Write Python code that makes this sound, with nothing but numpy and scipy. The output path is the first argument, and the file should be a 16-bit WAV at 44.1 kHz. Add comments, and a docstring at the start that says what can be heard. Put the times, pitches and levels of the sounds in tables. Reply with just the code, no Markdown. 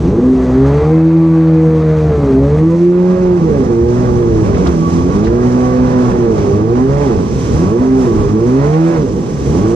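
"""A small jet boat runs up a river, heard from on board. From the start its exhaust drones and barks,
rising and falling with the throttle. A rough, low rumble booms through the hull, water sprays off the bow,
the water jet hisses, wind buffets the microphone and a hull panel rings faintly. At 2.5 seconds the
sound opens from mono to stereo and waves begin to slap the bow. At 3.8 seconds the bow first lands with
a thump, and from about 4.8 seconds the panel rings with the engine in short squeals."""
import sys
import numpy as np
from scipy import signal
from scipy.fft import rfft, irfft, next_fast_len
from scipy.io import wavfile
from scipy.ndimage import uniform_filter1d, minimum_filter1d

SR = 44100
rng = np.random.default_rng(int(sys.argv[2]) if len(sys.argv) > 2 else 0)


def unload_wav(signal):
    """Save mono or channel-first audio to the path in sys.argv[1] as 16-bit WAV at rate SR, clipped to [-1, 1]."""
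    wavfile.write(
        sys.argv[1],
        SR,
        np.round(np.clip(np.atleast_2d(signal).T, -1, 1) * 32767).astype(np.int16),
    )


N = 429960


def from_db(db):
    """Turn decibels (dB) into a number to multiply a sound by."""
    return np.exp(np.asarray(db) * (np.log(10) / 20))


def rms_one(x):
    """Scale a sound so that the average of its channels has a strength (rms) of 1."""
    return x / np.sqrt(np.mean(np.atleast_2d(x).mean(axis=0) ** 2) + 1e-20)


def in_time(rows):
    """Join rows of (seconds, value) into a curve with a value for every sample."""
    return np.interp(np.arange(N) / SR, *np.transpose(rows))


def at_hz(rows, hz):
    """Look up a pitch in rows of (Hz, value), giving every octave equal room."""
    row_hz, value = np.transpose(rows)
    return np.interp(np.log(hz), np.log(row_hz), value)


def along(rows, hz):
    """Look up a gliding pitch every 100 samples and fill in between."""
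    return np.interp(np.arange(N), np.arange(N)[::100], at_hz(rows, hz[::100]))


def drift(rate_hz):
    """A smooth random wobble of typical size 1; a higher rate makes it quicker."""
    step = 40   # samples per random value
    r = np.exp(-2 * np.pi * step * rate_hz / SR)
    slow = signal.lfilter([1], [1, -2 * r, r * r], rng.standard_normal(N // step + 2002))[2000:]
    return np.interp(np.arange(N) / step, np.arange(len(slow)), rms_one(slow))


def arch(peak_s, length_s):
    """A smooth rise from 0 to 1 and back."""
    return np.cos(np.pi * np.clip((np.arange(N) / SR - peak_s) / length_s, -.5, .5)) ** 2


def swells(rows):
    """A loudness curve with one arch for each row."""
    return sum(from_db(db) * arch(peak_s, length_s) for peak_s, length_s, db in rows)


def resonance(x, hz, width_hz):
    """Keep the part of a sound near one pitch, as a ringing object does."""
    r = np.exp(-np.pi * width_hz / SR)
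    feedback = [1, -2 * r * np.cos(2 * np.pi * hz / SR), r * r]
    return signal.lfilter(np.array([1, 0, -1]) * (1 - r * r) / 2, feedback, x)


def split(x, hz):
    """Cut a sound into its parts below and above a pitch."""
    return [signal.sosfilt(signal.butter(3, hz, side, fs=SR, output="sos"), x)
            for side in ("low", "high")]


# Which side is louder. Each row: pitch in Hz, left minus right in dB.
BALANCE = [(60, 2), (160, -1), (270, -1.5), (360, -3), (450, -6), (730, -11.5), (1200, -7.5), (2000, -6),
           (5400, -4.5), (8800, 3), (14600, -6.5)]
# How alike the two sides are. Each row: pitch in Hz, likeness from 0 to 1.
LIKENESS = [(60, .66), (160, 0.89), (370, 0.91), (520, 0.5), (730, .25), (850, .5), (1100, .68),
            (1900, .66), (2600, 0.62), (4000, 0.54), (5000, .22), (7000, 0.49), (9500, 0.35), (11500, .2)]
# How late the left side is. Each row: pitch in Hz, lag in radians (6.28 is one whole wave).
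LEFT_LAG = [(60, 0.47), (420, 0.52), (600, 1.23), (730, 1.8), (820, 3.5), (1000, 4), (2000, 4.5),
            (3000, 4.5), (4500, 6.5), (5200, 9), (7000, 9.2), (10000, 9.5), (11500, 11)]
def ports(hz):
    """How the microphone's two openings hear a pitch: left gain, right gain, likeness and lag."""
    left = from_db(at_hz(BALANCE, hz) / 2)
    alike = np.clip(at_hz(LIKENESS, hz), 0, .99)
    lag = at_hz(LEFT_LAG, hz)
    centre = np.sqrt(left ** 2 + left ** -2 + 2 * alike * np.cos(lag)) / 2
    return left / centre, 1 / left / centre, alike, lag


def right_first(x):
    """Sound reaches the right opening before the left one."""
    size = next_fast_len(N)
    hz = np.maximum(np.arange(size // 2 + 1) * SR / size, 1)
    shift = np.exp(.5j * at_hz(LEFT_LAG, hz) * [[-1], [1]])
    return irfft(rfft(x, size) * shift, size)[:, :N]


def stereo_tone(phase, hz, level):
    """One pure tone as it reaches both openings, the right one first."""
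    left, right, _, lag = ports(hz[::100])
    left, right, half_lag = (uniform_filter1d(np.repeat(np.float32(curve), 100), 100)[:N]
                             for curve in (left, right, lag / 2))
    phase = np.float32((phase + rng.uniform(0, 2 * np.pi)) % (2 * np.pi))
    return level * np.array([left * np.sin(phase - half_lag), right * np.sin(phase + half_lag)])


def banded_noise(spectrum, flicker_db, flicker_hz):
    """Stereo noise in bands a third of an octave wide, which swell together and flicker on their own."""
    out, together = np.zeros((2, N)), drift(flicker_hz / 2)
    edges = 16 * 2 ** (np.arange(31) / 3)
    white = rng.standard_normal((2, 2, N))
    for k, (low, high) in enumerate(zip(edges, edges[1:])):
        hz = np.sqrt(low * high)
        if spectrum[0][0] < hz < spectrum[-1][0]:
            band = signal.butter(2, [low, high], "band", fs=SR, output="sos")
            mid, side = signal.sosfilt(band, white[k % 2])
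            left, right, alike, _ = ports(hz)
            mid, side = mid * np.sqrt(1 + alike), side * np.sqrt(1 - alike)
            level = from_db(at_hz(spectrum, hz) + flicker_db * (together + drift(flicker_hz)))
            out += level * np.array([left * (mid + side), right * (mid - side)])
    return rms_one(right_first(out))


# How fast the engine runs. Each row: time in seconds, crankshaft turns per second.
ENGINE_SPEED = [(0.0, 37), (0.1, 46), (0.19, 60), (0.28, 64.8), (0.38, 64.5), (0.5, 62.7), (0.65, 68.4),
                (0.82, 75.0), (0.95, 80.3), (1.2, 82), (1.7, 79.5), (2.08, 76.7), (2.2, 71.7), (2.35, 65.2),
                (2.5, 72.4), (2.66, 81.6), (2.85, 87.5), (3.06, 90.7), (3.2, 91.4), (3.36, 88.7),
                (3.48, 79.3), (3.62, 63.7), (3.75, 57.2), (4.02, 62), (4.21, 59.6), (4.35, 55.5),
                (4.46, 51.3), (4.6, 47.3), (4.78, 40.7), (5.07, 44), (5.2, 52), (5.32, 59), (5.45, 61.5),
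                (5.7, 63), (5.95, 62.9), (6.22, 59.6), (6.38, 52), (6.5, 49.2), (6.62, 53.4), (6.8, 63.4),
                (6.95, 71.3), (7.05, 72.3), (7.12, 54.8), (7.22, 42.2), (7.34, 35.2), (7.48, 29.1),
                (7.64, 44.6), (7.74, 57.2), (7.84, 65.2), (8.0, 65.7), (8.12, 55.9), (8.26, 49.6),
                (8.38, 55), (8.53, 64.8), (8.78, 80.5), (8.93, 84.6), (9.0, 76.4), (9.1, 55.6), (9.25, 41),
                (9.45, 32.4), (9.56, 41), (9.66, 56), (9.75, 59.0)]
# How hard the engine works. Each row: time in seconds, level of its bark in dB.
ENGINE_LOAD = [(0, -31.5), (.15, -33), (.4, -28.5), (.78, -23.5), (1, -29.5), (1.65, -29), (2.1, -27.5),
               (2.57, -28.5), (2.68, -31), (2.96, -33), (3.06, -28.5), (3.33, -28.5), (3.46, -33),
               (3.66, -30.5), (3.9, -30.5), (4.55, -27.5), (4.8, -30.5), (5.3, -27.5), (5.6, -27.5),
               (6.05, -26), (6.35, -27), (6.6, -29), (6.8, -26.5), (7.03, -24.5), (7.3, -37), (7.6, -28),
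               (8.45, -30), (8.66, -22.5), (8.84, -27), (8.97, -25.5), (9.1, -44), (9.4, -36.5),
               (9.58, -30), (9.75, -29)]
BEST_SPEED = 58.6   # turns per second; below this the exhaust's tones fade
def throttle(flywheel_s=.06, pull_db=0.1, drop_db=2.5, coast_below_db=-31.5):
    """The flywheel smooths the speed; effort rises a little with the revs and sinks off the throttle."""
    speed = uniform_filter1d(in_time(ENGINE_SPEED), int(flywheel_s * SR), mode="nearest")
    surge = np.tanh(np.gradient(speed) * SR / 31)   # +1 revving up, -1 dropping back
    load_db = in_time(ENGINE_LOAD)
    coasting_db = 0.99 * np.minimum(load_db - coast_below_db, 0)
    effort_db = np.where(surge > 0, pull_db, drop_db) * surge + coasting_db
    return speed, surge, load_db, effort_db


def crankshaft(speed, roughness, wobble=0.00091, stumble=.003):
    """The shaft's angle; its speed wavers a little, and stumbles more when the rumble is strong."""
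    waver = (wobble + stumble * roughness ** 2) * drift(13.6)
    return 2 * np.pi * np.cumsum(speed * (1 + waver)) / SR


# Pitches at which exhaust and cockpit ring. Each row: pitch in Hz, width in Hz, level in dB.
DRONE_RESONANCES = [(70.5, 16.2, -13), (106.2, 25, -15.5), (137.2, 16, -16), (159.8, 46.4, -11),
                    (183.4, 16, -13.5), (218, 30, -13.5), (248.6, 8.6, -15), (262.5, 29, -8.5),
                    (325.9, 18.5, -9.5), (352.2, 25.2, -7), (400.3, 28, -10), (446, 35.3, -12),
                    (473.9, 14.8, -13.5), (501, 14, -17.5), (561.7, 40.6, -19)]
# Pitches at which the cockpit cancels the drone. Each row: pitch in Hz, width in Hz, change in dB.
DEAD_SPOTS = [(375, 10, -2), (493, 8, -7.5), (519, 13, -8)]
def cockpit_gain(hz):
    """How strongly exhaust and cockpit carry a tone gliding through their resonances and dead spots."""
    def nearness(centre, width):
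        return 1 / (1 + (2 * (hz[::100] - centre) / width) ** 2)
    power = sum((from_db(db) * nearness(centre, width)) ** 2 for centre, width, db in DRONE_RESONANCES)
    dead_db = sum(db * nearness(centre, width) for centre, width, db in DEAD_SPOTS)
    return np.interp(np.arange(N), np.arange(N)[::100], np.sqrt(power) * from_db(dead_db))


# The exhaust's strong tones. A tone's "order" is its waves per turn of the shaft; 2 is the firing rate.
# Each row: order, relative level in dB, dB lost for each turn per second below the best speed.
FIRING_ORDERS = [(1, -4, 0.5), (2, 1.34, 0.2), (4, 0.47, 0.14), (6, 0, 0.47), (8, -1, 0.38)]
# The deep once-per-turn tone, which fades at full revs. Each row: time in seconds, change in dB.
LOWEST_TONE = [(0, -2), (.7, 1), (1.2, -3.5), (2.2, 2.5), (2.65, 1), (2.92, -9.5), (3.6, -5), (8.3, -5),
               (8.78, -12), (9.3, -3)]
# One tone dips briefly. 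Each row: middle in seconds, length in seconds, change in dB, order.
DIPS = [(.35, 0.64, -10, 2), (.82, 0.081, -16, 2), (2.15, 0.078, -18, 2), (2.3, .09, -13, 2),
        (2.5, 0.1, -16, 4), (3.17, .09, -7, 2), (3.404, 0.056, -10, 4), (6.96, .1, -9, 4),
        (7.854, 0.12, -13, 2), (8.91, .06, -8, 2)]
# Weaker tones from unequal cylinders. Each row: pitch in Hz, relative level in dB.
UNEVEN_SPECTRUM = [(120, -26.5), (240, -25.5), (400, -33), (480, -33.5), (540, -45.5), (620, -45.5)]
def drone(crank, speed, effort_db, roughness):
    """Engine firings make the exhaust hum; the hum flutters more when the rumble is strong."""
    out = np.zeros((2, N))
    slack = np.maximum(BEST_SPEED - speed, 0)
    for order, db, loss_db in FIRING_ORDERS:
        k = round(order)
        if k == 1:
            change_db = in_time(LOWEST_TONE)
        else:
            change_db = sum(dip_db * arch(s, length)
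                            for s, length, dip_db, dip_order in DIPS if round(dip_order) == k)
        flutter_db = (1 + 1.8 * roughness) * drift(11)
        level = from_db(0.98 + db + change_db + effort_db - loss_db * slack + flutter_db)
        out += stereo_tone(k * crank, k * speed, level * cockpit_gain(k * speed))
    for k in (3, 5, 7, 9, 10, 11, 12):
        db = along(UNEVEN_SPECTRUM, k * speed) + effort_db - 5.5 + 3.5 * roughness
        out += stereo_tone(k * crank, k * speed, from_db(db + 3 * drift(5.1)))
    return out


# The exhaust's high, buzzing tones. Each row: pitch in Hz, relative level in dB.
BARK_SPECTRUM = [(480, -2.5), (570, 5.5), (650, 1), (730, -0.5), (810, 2.5), (890, -1.5), (950, -5.5),
                 (1008, 0), (1070, -8.5), (1140, -1.5), (1200, -6.5), (1290, -9), (1500, -12.5),
                 (2100, -17.5), (2900, -23.5)]
# The exhaust's rushing gas. Each row: pitch in Hz, relative level in dB.
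RASP_SPECTRUM = [(400, -7), (520, 8), (780, -1), (1000, -2), (1250, -3.5), (1500, -10), (2100, -11.5),
                 (2900, -22.5), (5000, -23)]
def bark(crank, speed, roughness, odd_order_db=-3.0, idle_loss_db=0.4):
    """The exhaust buzzes, less so towards idle, and lets out a puff of gas with each firing."""
    buzz = np.zeros((2, N))
    shaky_crank = crank + .018 * drift(60)
    for k in range(7, 33):
        hz = k * speed
        db = along(BARK_SPECTRUM, hz) + odd_order_db * (k % 2) + 4 * drift(7.7)
        fade_in = np.clip((hz - 500) / 60, 0, 1)   # the drone takes over below 500 Hz
        buzz += stereo_tone(k * shaky_crank, hz, from_db(db) * fade_in)
    buzz = rms_one(buzz) * from_db(-idle_loss_db * np.maximum(BEST_SPEED - speed, 0))
    puffs = 1 + 0.22 * np.cos(2 * crank) + 0.057 * np.cos(crank)
    rasp = banded_noise(RASP_SPECTRUM, flicker_db=1.07, flicker_hz=25) * puffs
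    rasp_gain = from_db(-4.5 + 4.5 * roughness)
    return rms_one((buzz + rasp_gain * rasp) / np.sqrt(1 + rasp_gain ** 2))


# The rough, low rumble in the hull, strongest at low revs. Each row: time in seconds, level in dB.
RUMBLE_LEVEL = [(0, -19.5), (.15, -16.5), (.45, -24), (.82, -24), (1.15, -36), (1.6, -32.5), (2.25, -22),
                (2.55, -23), (2.72, -28.5), (2.97, -29), (3.3, -22), (3.5, -18), (3.87, -19.5),
                (4.25, -15.5), (4.6, -15), (4.85, -21), (5.15, -15.5), (5.6, -20.5), (5.85, -20),
                (6.2, -15.5), (6.65, -19), (6.85, -18.5), (7.35, -19.5), (7.6, -17.5), (7.95, -21.5),
                (8.15, -14.5), (8.55, -20), (8.8, -31), (9.02, -20.5), (9.3, -21), (9.75, -17.5)]
def rumble_strength():
    """The rumble's level, both in dB and as "roughness", which is 1 at its loudest."""
    rumble_db = in_time(RUMBLE_LEVEL)
    return rumble_db, from_db(rumble_db - rumble_db.max())


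# The tone colour of the rumble. Each row: pitch in Hz, relative level in dB.
RUMBLE_SPECTRUM = [(25, -19), (50, -8.5), (70, -2), (100, -0.5), (160, 1.5), (240, 1), (300, -1.5),
                   (370, 3), (470, -4), (560, -13), (800, -20.5), (1500, -30), (4000, -72)]
# Pitches at which hull and cockpit boom. Each row: pitch in Hz, width in Hz, relative level in dB.
BOOMS = [(69.5, 8.2, -14.5), (161.2, 3.8, 0), (205, 23, -9.5), (405, 12, -8), (444.2, 17, 1),
         (473, 12, 2.5), (829, 27, 7), (1008, 25, 4)]
def hull_rumble(rumble_db, surge, upper_offset_db=-7.5, surge_db=4.5):
    """A rough, low rumble booms through the hull; its upper part grows while the revs change."""
    noise = banded_noise(RUMBLE_SPECTRUM, flicker_db=1.5, flicker_hz=13.6)
    booming = noise + sum(from_db(db) * resonance(noise, hz, width) for hz, width, db in BOOMS)
    deep, upper = split(booming, hz=260)
    upper_db = rumble_db + upper_offset_db + surge_db * np.abs(surge)
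    return from_db(rumble_db) * rms_one(deep) + from_db(upper_db) * rms_one(upper)


# How hard the bow sprays. Each row: time in seconds, relative level in dB.
SPRAY_LEVEL = [(0, -44.5), (.17, -48), (.8, -46.5), (1.02, -52.5), (1.65, -51.5), (2, -47.5), (2.85, -48.5),
               (2.96, -54.5), (3.06, -48), (3.3, -50), (3.5, -46.5), (3.85, -45), (4.35, -43), (4.58, -44),
               (4.8, -44.5), (4.97, -41.5), (5.35, -45), (5.55, -44), (5.95, -44.5), (6.38, -42.5),
               (6.65, -47.5), (6.95, -42), (7.22, -44.5), (7.48, -39), (7.8, -45), (8, -42), (8.4, -43.5),
               (8.72, -41.5), (9.12, -46), (9.55, -41.5), (9.75, -41)]
# The hiss of the drops. Each row: pitch in Hz, relative level in dB.
SPRAY_SPECTRUM = [(300, -11.5), (1000, 3.5), (2000, 1.5), (3000, -0.5), (4700, -2.5), (6100, 2.5),
                  (7400, -8), (8500, -16), (10500, -22.5), (11500, -27), (13000, -26.5), (15000, -32)]
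def spray(grain_db=0.65, brighten=0.18):
    """Sheets of water break into a dense hiss of drops; harder spray makes finer, brighter drops."""
    spray_db = in_time(SPRAY_LEVEL)
    drops = banded_noise(SPRAY_SPECTRUM, flicker_db=0.7, flicker_hz=32) * from_db(grain_db * drift(250))
    coarse, fine = split(drops, hz=7400)
    fine_db = brighten * (spray_db - spray_db.mean()) + 1.2 * drift(8)
    return from_db(spray_db + 2.5) * rms_one(coarse + from_db(fine_db) * fine)


# The hiss of the water jet. Each row: pitch in Hz, relative level in dB.
JET_SPECTRUM = [(3000, -9), (4000, 0), (5200, -21), (6200, -6), (7000, -8), (8200, -20.5), (11000, -32.5),
                (12800, -15), (15000, -27.5)]
def water_jet(speed, level_db=-62):
    """The jet that drives the boat hisses steadily, a tiny bit louder at high revs."""
    level = from_db(level_db + 0.0044 * (speed - BEST_SPEED))
    return level * banded_noise(JET_SPECTRUM, flicker_db=0, flicker_hz=12)


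# Gusts of wind. Each row: peak in seconds, length in seconds, level in dB.
GUSTS = [(.06, .25, -33), (.8, .2, -24), (2.2, 0.37, -27.5), (2.56, 0.26, -24.5), (3.28, 0.21, -26),
         (4.35, 0.76, -26), (6.14, 0.14, -32), (6.9, 0.33, -28), (7.58, 0.29, -23), (8.2, 0.24, -22.5),
         (9.7, .37, -30)]
# The tone colour of the wind. Each row: pitch in Hz, relative level in dB.
WIND_SPECTRUM = [(15, -14.5), (28, -10.5), (45, -2.5), (65, 3.5), (100, -10), (250, -30), (1000, -66.5)]
def wind(rumble_db, breeze_db=-11):
    """Air buffets the microphone in gusts, over a breeze whose level follows the hull's rumble."""
    level = from_db(rumble_db + breeze_db) + swells(GUSTS)
    return level * banded_noise(WIND_SPECTRUM, flicker_db=2.5, flicker_hz=9.4)


# The hull panel sings out. Each row: peak in seconds, length in seconds, relative level in dB.
SQUEALS = [(4.86, 0.098, -28), (5.03, .55, -38), (5.68, .32, -32.5), (6.04, 0.21, -39), (6.57, .16, -40.5),
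           (7.7, .26, -37), (8.1, 0.12, -35.5), (8.4, 0.19, -38), (9.66, .19, -35)]
def panel(rumble_db, pitch_hz=1127, idle_db=-23.5):
    """A panel on the right rings with the engine in metallic squeals: ragged if faint, purer if loud."""
    level = from_db(rumble_db + idle_db) + swells(SQUEALS)
    ragged = np.clip(20 * np.log10(level.max() / level) / 12, .5, 1.2)
    hz = pitch_hz + 24.4 * ragged * drift(60)
    rattle = from_db(2 + 3 * ragged * drift(70))
    return rattle * stereo_tone(2 * np.pi * np.cumsum(hz) / SR, hz, level)


# Waves slap the bow. Each row: start in seconds, level in dB, fade in seconds, pitch in Hz, width in Hz.
SLAPS = [(2.585, -36.5, .015, 1900, 1200), (4.225, -20, 0.0071, 800, 700), (4.543, -29, .016, 2000, 1400),
         (4.578, -38, 0.014, 4500, 6000), (4.661, -23.5, 0.026, 900, 1000),
         (4.670, -25, 0.0068, 2200, 4500), (5.245, -36, 0.036, 2500, 4000), (5.268, -26, .016, 1500, 1100),
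         (6.113, -21.5, .006, 800, 800), (8.735, -32, .03, 1699, 1501)]
def slaps(attack_s=.001):
    """Each wave bursts on the bow with a short splash around its own pitch."""
    t, out = np.arange(N) / SR, np.zeros((2, N))
    noise = signal.sosfilt(signal.butter(4, 7500, fs=SR, output="sos"), rng.standard_normal((2, N)))
    for start, db, fade_s, hz, width in SLAPS:
        age = np.maximum(t - start, 0)
        burst = (1 - np.exp(-age / attack_s)) * np.exp(-np.minimum(age / fade_s, 20))
        splash = rms_one(resonance(resonance(noise, hz, width), hz, width))
        out += from_db(db) * burst * splash
    return out


# The bow lands on a wave. Each row: start in seconds, level in dB, pitch in Hz.
THUMPS = [(3.805, -8.5, 77), (4.653, -11, 72), (5.264, -10, 63.3), (6.925, -21, 62.1)]
def thumps(rise_s=0.025):
    """The bow comes down on a wave and the bottom gives one deep, dying boom."""
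    t, out = np.arange(N) / SR, np.zeros(N)
    for start, db, hz in THUMPS:
        age = np.maximum(t - start, 0)
        rise = np.minimum(age / rise_s, 30)
        out += from_db(db) * rise * np.exp(1 - rise) * np.sin(2 * np.pi * hz * age)
    return out


def scene():
    """Add up engine, hull, water and wind around the microphone."""
    speed, surge, load_db, effort_db = throttle()
    rumble_db, roughness = rumble_strength()
    crank = crankshaft(speed, roughness)
    engine = drone(crank, speed, effort_db, roughness) + from_db(load_db) * bark(crank, speed, roughness)
    hull = panel(rumble_db) + hull_rumble(rumble_db, surge)
    water = spray() + slaps() + thumps() + water_jet(speed)
    return engine + hull + water + wind(rumble_db)


# How wide the sound is. Each row: time in seconds, width from 0 (mono) to 1 (full stereo).
STEREO_WIDTH = [(0, .13), (.4, 0), (2.45, 0), (2.65, 0.23), (3.1, 0.66), (3.6, 0.9), (4.6, 1), (9.75, 0.85)]
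def record(dry, ceiling=.95, hold_s=0.046, cutoff_hz=15000):
    """The sound opens to stereo, a fast limiter turns down the peaks and the highest treble is cut."""
    width = np.clip(in_time(STEREO_WIDTH), 0, 1)
    mid, side = dry.mean(axis=0), (dry[0] - dry[1]) / 2
    # in mono the treble is slightly hollow
    mid = mid - (1 - width) * 0.41 * resonance(mid, hz=5400, width_hz=1100)
    stereo = from_db(1.2) * (mid + width * side * [[1], [-1]])
    hold = int(hold_s * SR)
    safe_gain = ceiling / np.maximum(np.abs(stereo).max(axis=0), ceiling)
    gain = uniform_filter1d(minimum_filter1d(safe_gain, hold), hold)
    soft_ends = signal.windows.tukey(N, .0006)
    treble_cut = signal.ellip(10, .1, 80, cutoff_hz, fs=SR, output="sos")
    return signal.sosfilt(treble_cut, stereo * gain * soft_ends)


dry = scene()
out = record(dry)
unload_wav(out)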